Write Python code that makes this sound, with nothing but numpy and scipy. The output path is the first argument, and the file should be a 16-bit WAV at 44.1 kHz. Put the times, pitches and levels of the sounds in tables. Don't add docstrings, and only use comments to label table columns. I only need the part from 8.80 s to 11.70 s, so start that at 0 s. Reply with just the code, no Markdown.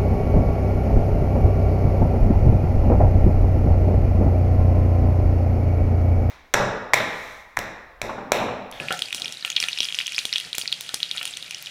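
import sys
import numpy as np
from scipy import signal
from scipy.fft import rfft, irfft, next_fast_len
from scipy.io import wavfile
from scipy.ndimage import map_coordinates

SR = 44100
rng = np.random.default_rng(int(sys.argv[2]) if len(sys.argv) > 2 else 0)


def voltage_ratio(decibels):
    exponent = np.asarray(decibels, float) / 20
    return 10 ** exponent


def generate_wav(signal):
    frames = np.transpose(np.atleast_2d(signal))
    scaled = np.clip(frames, -1, 1) * 32767
    pcm = np.round(scaled).astype(np.int16)
    wavfile.write(sys.argv[1], SR, pcm)


N = 127890


def unit(x):
    return x / np.sqrt(np.mean(x ** 2) + 1e-20)


def along(points, hz):
    f, v = np.transpose(points)
    return np.interp(np.log(hz + 1), np.log(f + 1), v)


def curve(rows):
    return np.interp(np.arange(N) / SR, *np.transpose(rows))


def wobble(rate):
    knots = rng.standard_normal(int(N * rate / SR) + 4)
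    return map_coordinates(knots, [np.arange(N) * rate / SR])


def filtered(x, response):
    m = next_fast_len(N + SR // 2)
    spectrum = rfft(x, m) * response(np.fft.rfftfreq(m, 1 / SR))
    return irfft(spectrum, m)[:N]


def resonances(f, peaks):
    total = 0
    for k, (center, width, db) in enumerate(peaks):
        damping = 1j * f * width
        total = total + (-1) ** k * voltage_ratio(db) * damping / (center * center - f * f + damping)
    return total


def placed(s, waves):
    at = np.round(np.clip(s, 0, None) * SR).astype(int)[:, None] + np.arange(waves.shape[1])
    return np.bincount(at.ravel(), waves.ravel(), N + SR)[:N]


def swell(s, db, rise_s):
    u = np.arange(SR // 8) / SR / rise_s
    return placed(s, voltage_ratio(db)[:, None] * u * np.exp(1 - u))


def bubbles(s, gain, hz, cycles, rise_s):
    t = np.arange(260) / SR
    hz = np.clip(hz, 1500, 0.4 * SR)[:, None]
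    u = t * hz / cycles
    shape = (1 - np.exp(-t / rise_s)) * np.exp(-u - u ** 2 / 2)
    shape = shape / shape.max(axis=1, keepdims=True)
    note = np.sin(2 * np.pi * hz * t * (1 + 0.0027 * u))
    return placed(s, gain[:, None] * shape * note)


def grains(per_s, hz, spread, cycles):
    r = rng.random((4000, 2))[:int(per_s * N / SR)]
    detune = rng.standard_normal(4000)[:len(r)]
    sizes_db = -8.5 * np.log(r[:, 1] + 0.05)
    pitch = hz * np.exp(spread * detune)
    return unit(bubbles(r[:, 0] * N / SR, voltage_ratio(sizes_db), pitch, cycles, rise_s=0.00011))


def pops():
    # start in seconds, peak level in dB, bubble pitch in Hz, crack level
    # over the peak in dB.
    steam_pops = [(0.085, -11.5, 2550, -26), (0.1251, -14, 3360, -8), (0.192, -19.5, 3010, -1.5),
                  (0.221, -6.5, 3340, -17), (0.285, -22.5, 2560, -14), (0.327, -13, 2470, -11),
                  (0.3465, -15, 3080, -0.5), (0.3985, -22, 5600, -6), (0.4198, -10.5, 3740, -21),
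                  (0.4576, -12, 3200, -35), (0.4804, -16, 3420, -16), (0.5241, -19.5, 3300, -4),
                  (0.6491, -8, 2930, -11.5), (0.702, -11, 3220, -10.5), (0.7641, -4.5, 3920, -36),
                  (0.7667, -2.5, 3200, -30), (0.7716, -30, 3300, -10), (0.8019, -11, 3160, -4),
                  (0.8266, -10, 2430, -16.5), (0.8387, -8.5, 3440, -44), (0.8853, -9, 2710, -14.5),
                  (0.9308, -10.5, 3700, -37), (0.9755, -17, 2730, -22), (0.987, -11, 3660, -18),
                  (1.0046, -4.5, 3130, -21),
                  (1.031, -9, 3300, -16), (1.0453, -16.5, 5160, -25), (1.0533, -16.5, 3020, -11),
                 (1.087, -12.5, 3300, -21), (1.1245, -13, 3200, -16.5), (1.1456, -11.5, 2970, -18),
                 (1.1507, -19.5, 5340, -23), (1.188, -5.5, 3020, -18), (1.2028, -14, 2230, -19),
                 (1.2116, -11.5, 2860, -48), (1.268, -16, 6100, -7), (1.279, -14, 2820, -34),
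                 (1.3213, -18.5, 2480, -10), (1.3464, -14, 3600, -14), (1.3814, -6.5, 2480, -15),
                 (1.3894, -11, 4030, -13.5), (1.4533, -7, 3330, -8.5), (1.5276, -6.5, 3950, -20),
                 (1.5587, -4, 3300, -24), (1.5646, -15, 2770, -31), (1.5822, -11.5, 3500, -12),
                 (1.6004, -14.5, 3100, -14.5), (1.6495, -23, 4500, -32), (1.7301, -10.5, 3670, -20),
                 (1.7473, -19.5, 2340, -22),
                  (1.7515, -22, 2900, 0.5), (1.7824, -16, 3340, 0), (1.814, -14.5, 3230, -15),
                   (1.857, -19, 2190, -21), (1.8771, -9.5, 4310, -32), (1.9263, -4, 3480, -21),
                   (2.0091, -24.5, 3200, 6.5), (2.0918, -15, 3600, -14.5), (2.1433, -15.5, 3150, 1.5),
                   (2.2031, -17, 3220, -17), (2.2301, -4, 3750, -23.5), (2.313, -8.5, 3530, -20),
                   (2.364, -24, 2200, -21), (2.3739, -15, 3860, -27), (2.3801, -12, 3350, -39),
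                   (2.413, -16.5, 2600, -28), (2.4294, -14.5, 3060, -6), (2.4541, -14, 3200, -5),
                   (2.4763, -16.5, 3470, -11.5), (2.571, -17.5, 3100, -5), (2.6262, -18, 3660, -21),
                   (2.7094, -19.5, 2760, -6), (2.7463, -20, 5400, -24), (2.825, -34, 2830, 2),
                   (2.86, -22, 3680, -14)]
    # start in seconds, level in dB.
    surges = [
        (.13, -48),
        (.355, -46),
        (.66, -42),
        (0.808, -41),
        (1.015, -41),
        (1.39, -67),
        (1.792, -39.5),
    ]
    # center in Hz, width in Hz, level in dB.
    crack_color = [(3640, 4350, -0.5), (10010, 2940, 0.5), (14000, 12600, -9.5)]
    s, db, hz, crack_db = np.transpose(steam_pops)
    note = bubbles(s, voltage_ratio(db - 2), hz, cycles=3.1, rise_s=0.0002)

    t = np.arange(SR // 8) / SR
    crack_t60_s, spray_s = 0.0038, 0.046
    decay = voltage_ratio(3.5 - 60 * t / crack_t60_s) + voltage_ratio(-23) * np.exp(-t / spray_s)
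    burst = placed(s, voltage_ratio(db + crack_db)[:, None] * decay)
    surge_s, surge_db = np.transpose(surges)
    burst = burst + swell(surge_s, surge_db, rise_s=0.0086) * voltage_ratio(4 * wobble(250))
    crack = filtered(burst * rng.standard_normal(N), lambda f: resonances(f, crack_color))

    spatter = swell(s, db - 33, rise_s=0.01) * grains(1350, 3300, spread=0.14, cycles=6)
    return note + crack + spatter


def small_pops():
    # start in seconds, peak level in dB, pitch in Hz.
    small_bubbles = [(0.0002, -17.5, 2620), (0.1077, -20, 2940), (0.1187, -21, 2900), (0.1754, -33, 6540),
                     (0.2202, -24, 4800), (0.244, -32, 3140), (0.2575, -26, 4570), (0.3067, -24, 2640),
                     (0.3282, -17, 3510), (0.3805, -23.5, 3010), (0.4441, -24, 2360), (0.4458, -25, 5400),
                     (0.5712, -25.5, 3900), (0.6093, -32, 4730), (0.6255, -23.5, 4000), (0.677, -24, 2650),
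                     (0.7015, -23, 6700), (0.7178, -26, 2540), (0.7186, -29, 6400), (0.727, -23, 3240),
                     (0.801, -20.5, 5530), (0.8263, -18.5, 4500), (0.8386, -23, 2000), (0.8876, -26, 5920),
                     (0.9746, -30, 5230), (0.9798, -33, 5500), (1.0041, -17.5, 5560), (1.0183, -23, 2800),
                     (1.0386, -20, 3300), (1.0443, -28, 3120), (1.0517, -26, 4820), (1.2028, -20.5, 3600),
                     (1.2603, -30, 5260), (1.2628, -18, 3060), (1.2676, -22, 3480), (1.331, -30, 5600),
                     (1.3354, -25, 3100), (1.352, -26.5, 4740), (1.3634, -22, 5060), (1.3895, -23, 3050),
                     (1.3884, -24.5, 6410), (1.5291, -20, 2150), (1.5368, -19, 2970), (1.5369, -20, 5400),
                     (1.5651, -24, 2900), (1.794, -26.5, 9150), (1.8214, -22.5, 4580), (1.9188, -21, 4130),
                     (1.94, -25, 4500), (2.1431, -20.5, 9120), (2.2925, -29.5, 4800), (2.3634, -31.5, 7050),
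                     (2.4157, -21, 2860), (2.509, -30.5, 7800), (2.5374, -22.5, 3560),
                     (2.7461, -23.5, 2930)]
    s, db, hz = np.transpose(small_bubbles)
    cycles = 5.5 * np.sqrt(hz[:, None] / 3000)
    return bubbles(s, voltage_ratio(db), hz, cycles, rise_s=0.0003)


def snaps():
    # start in seconds, peak level in dB.
    dry_hulls = [
        (.1254, -26),
        (.661, -20),
        (1.4532, -30),
        (1.6004, -39),
        (1.7512, -24),
        (1.7822, -6),
        (2.0088, -20),
        (2.1433, -22),
        (2.825, -22),
    ]
    # center in Hz, width in Hz, level in dB.
    snap_color = [(9300, 2000, -2), (13800, 3500, 0), (16300, 1200, 3)]
    s, db = np.transpose(dry_hulls)
    t = np.arange(400) / SR
    t60_s = 0.005
    noise = rng.standard_normal((len(s), len(t)))
    burst = placed(s, voltage_ratio(db[:, None] - 60 * t / t60_s) * noise)
    return filtered(burst, lambda f: resonances(f, snap_color))


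def splits():
    # start in seconds, peak level in dB.
    split_hulls = [(0.348, -24), (0.701, -27.5), (1.0047, -16.5), (1.39, -26), (1.4535, -18), (1.749, -33),
                   (1.7836, -18), (.766, -40), (.803, -25.5), (.827, -25), (1.836, -27.5), (2.007, -34.5),
                   (2.141, -17)]
    s, db = np.transpose(split_hulls)
    push_s = 0.00031
    u = np.arange(400) / SR / push_s
    return placed(s, voltage_ratio(db)[:, None] * (1 - 0.37 * u) * np.exp(-u))


def sizzle():
    # time in seconds, frying strength in dB.
    frying = [(0, -40), (.3, -38.5), (.6, -41.5), (.82, -37.5), (1.1, -38), (1.4, -36.5), (1.66, -41),
              (2.1, -41.5), (2.36, -39), (2.6, -41), (2.9, -40)]
    # frequency in Hz, level in dB per Hz.
    hiss_color = [(700, -16), (1300, 2.5), (2170, 9.5), (3400, 11.5), (6000, 4), (9300, -2.5), (12000, -13),
                  (15000, -20)]
    hiss_flutter = voltage_ratio(1.5 * wobble(40) + wobble(8))
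    crackle_flutter = voltage_ratio(2.5 * wobble(25))
    tick_flutter = voltage_ratio(2 * wobble(20))
    noise = filtered(rng.standard_normal(N), lambda f: voltage_ratio(along(hiss_color, f)))
    hiss = voltage_ratio(-4) * unit(hiss_flutter * noise)
    crackle = voltage_ratio(-6.5) * crackle_flutter * grains(1000, 3200, spread=0.22, cycles=5.0)
    ticks = voltage_ratio(-18.5) * tick_flutter * grains(1000, 9000, spread=0.23, cycles=2.7)
    return voltage_ratio(curve(frying)) * np.array([hiss, crackle + ticks])


def spatula():
    # start in seconds, level in dB, level of the
    # low modes in dB.
    pan_hits = [
        (.1068, -10.5, -4),
        (.626, -25, -40),
        (.648, -20.5, -22),
        (.676, -23, -35),
        (.838, -16.5, -25.5),
        (2.092, -26.5, -18),
        (2.35, -31, -12.5),
        (2.412, -21.5, -21),
    ]
    # frequency in Hz, level in dB, t60 in seconds.
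    pan_modes = [(173, -13, 0.25), (541, -11, 0.1), (725, -3, 0.2), (767, -5, 0.1), (838, -8, .08),
                 (1236, -15, 0.12), (1360, -1, 0.1), (1400, -4, 0.09), (1478, -5, .11), (1757, -9, 0.12),
                 (1803, -9, .13), (2217, -12, .07)]
    # time in seconds, level in dB.
    strokes = [(0, -36), (.1, -51), (.3, -55.5), (.36, -54.5), (.39, -50.5), (.47, -48), (.55, -59),
               (.63, -60), (1.6, -63), (1.67, -53.5), (1.75, -60)]
    # center in Hz, width in Hz, level in dB.
    wood_modes = [(141, 68, 2), (640, 330, -5)]
    # frequency in Hz, level in dB, t60 in seconds.
    old_ring = [(563, -38, 0.32), (1300, -54, 0.5), (1696, -41, 0.57)]
    t = np.arange(SR // 3) / SR

    rings = []
    for s, db, low_db in pan_hits:
        ring = 0
        for hz, level, t60 in pan_modes:
            lowness = np.clip(np.log2(1800 / hz), 0, 1)
            ring = ring + voltage_ratio(level + low_db * lowness - 60 * t / t60) * np.sin(2 * np.pi * hz * t)
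        thud = 0.8 * voltage_ratio(low_db - 60 * t / 0.0079) * np.sin(2 * np.pi * 1150 * t)
        rings.append(voltage_ratio(db) * (ring / 3 + thud))
    rings = filtered(np.array(rings), lambda f: 1j * f / (100 + 1j * f))[:, :len(t)]
    s, db, low_db = np.transpose(pan_hits)
    ringing = placed(s, rings)
    rattle_t60_s = 0.14
    rattle = placed(s, voltage_ratio((db + low_db)[:, None] - 5 - 60 * t / rattle_t60_s))

    rub = rng.standard_normal((2, N)) * voltage_ratio(1.5 * wobble(70))
    damped_modes = [(hz, 6.4 / t60, db) for hz, db, t60 in pan_modes]
    steel = unit(filtered(rub[0], lambda f: resonances(f, damped_modes)))
    wood = 1.37 * unit(filtered(rub[1], lambda f: resonances(f, wood_modes)))
    scrape = voltage_ratio(curve(strokes) - 1) * (steel + wood)

    linger = sum(voltage_ratio(level - 60 * t / t60) * np.sin(2 * np.pi * hz * t) for hz, level, t60 in old_ring)
    return np.pad(linger, (0, N - len(t))) + ringing + scrape + rattle * steel


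def kitchen():
    # frequency in Hz, level in dB per Hz.
    rumble_color = [(15, -68), (25, -1), (134, 8.5), (220, -16), (368, 0.5), (476, -38), (615, -5),
                    (1500, 0), (1950, -46), (3300, -120)]
    level = voltage_ratio(-63.5 + 0.61 * wobble(8.1))
    return level * unit(filtered(rng.standard_normal(N), lambda f: voltage_ratio(along(rumble_color, f))))


def room(x):
    # frequency in Hz, t60 in seconds.
    wall_decay = [(300, 0.32), (3000, 0.18), (12000, 0.13)]
    hz, t, z = signal.stft(rng.standard_normal(SR // 2), SR, nperseg=256)
    fade = voltage_ratio(-60 * t / along(wall_decay, hz)[:, None])
    tail = signal.istft(z * fade, SR, nperseg=256)[1]
    delayed = np.pad(x, (300, 0))
    return signal.fftconvolve(delayed, tail / np.linalg.norm(tail))[:N]


def scene():
    # center in Hz, width in Hz, level in dB.
    bowl_modes = [(2540, 67, -3), (3220, 39, -5.5), (5940, 2300, 0), (9750, 2000, -6)]
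    hiss, crackle = sizzle()

    def bowl(f):
        echo_s = 0.0021
        body = 1 + sum(resonances(f, [peak]) for peak in bowl_modes)
        return body * (1 + voltage_ratio(-10) * np.exp(-2j * np.pi * f * echo_s))

    bursts = filtered(pops() + small_pops() + crackle, bowl)
    near = bursts + splits() + spatula() + snaps()
    return (near + voltage_ratio(-15.5) * room(near) + hiss + kitchen())[None]


def low_pass(x):
    return signal.sosfilt(signal.butter(12, 17000, fs=SR, output="sos"), x)


def record(dry):
    bass_hz, top_hz, ceiling = 70, 15500, 0.72

    def microphone(f):
        return (1j * f / (bass_hz + 1j * f)) * (0.012 + 1 / (1 + (f / top_hz) ** 80))

    x = filtered(dry[0], microphone)
    x = x / (1 + np.abs(x / ceiling) ** 8) ** (1 / 8)
    return low_pass(x[None])


dry = scene()
out = record(dry)
generate_wav(out)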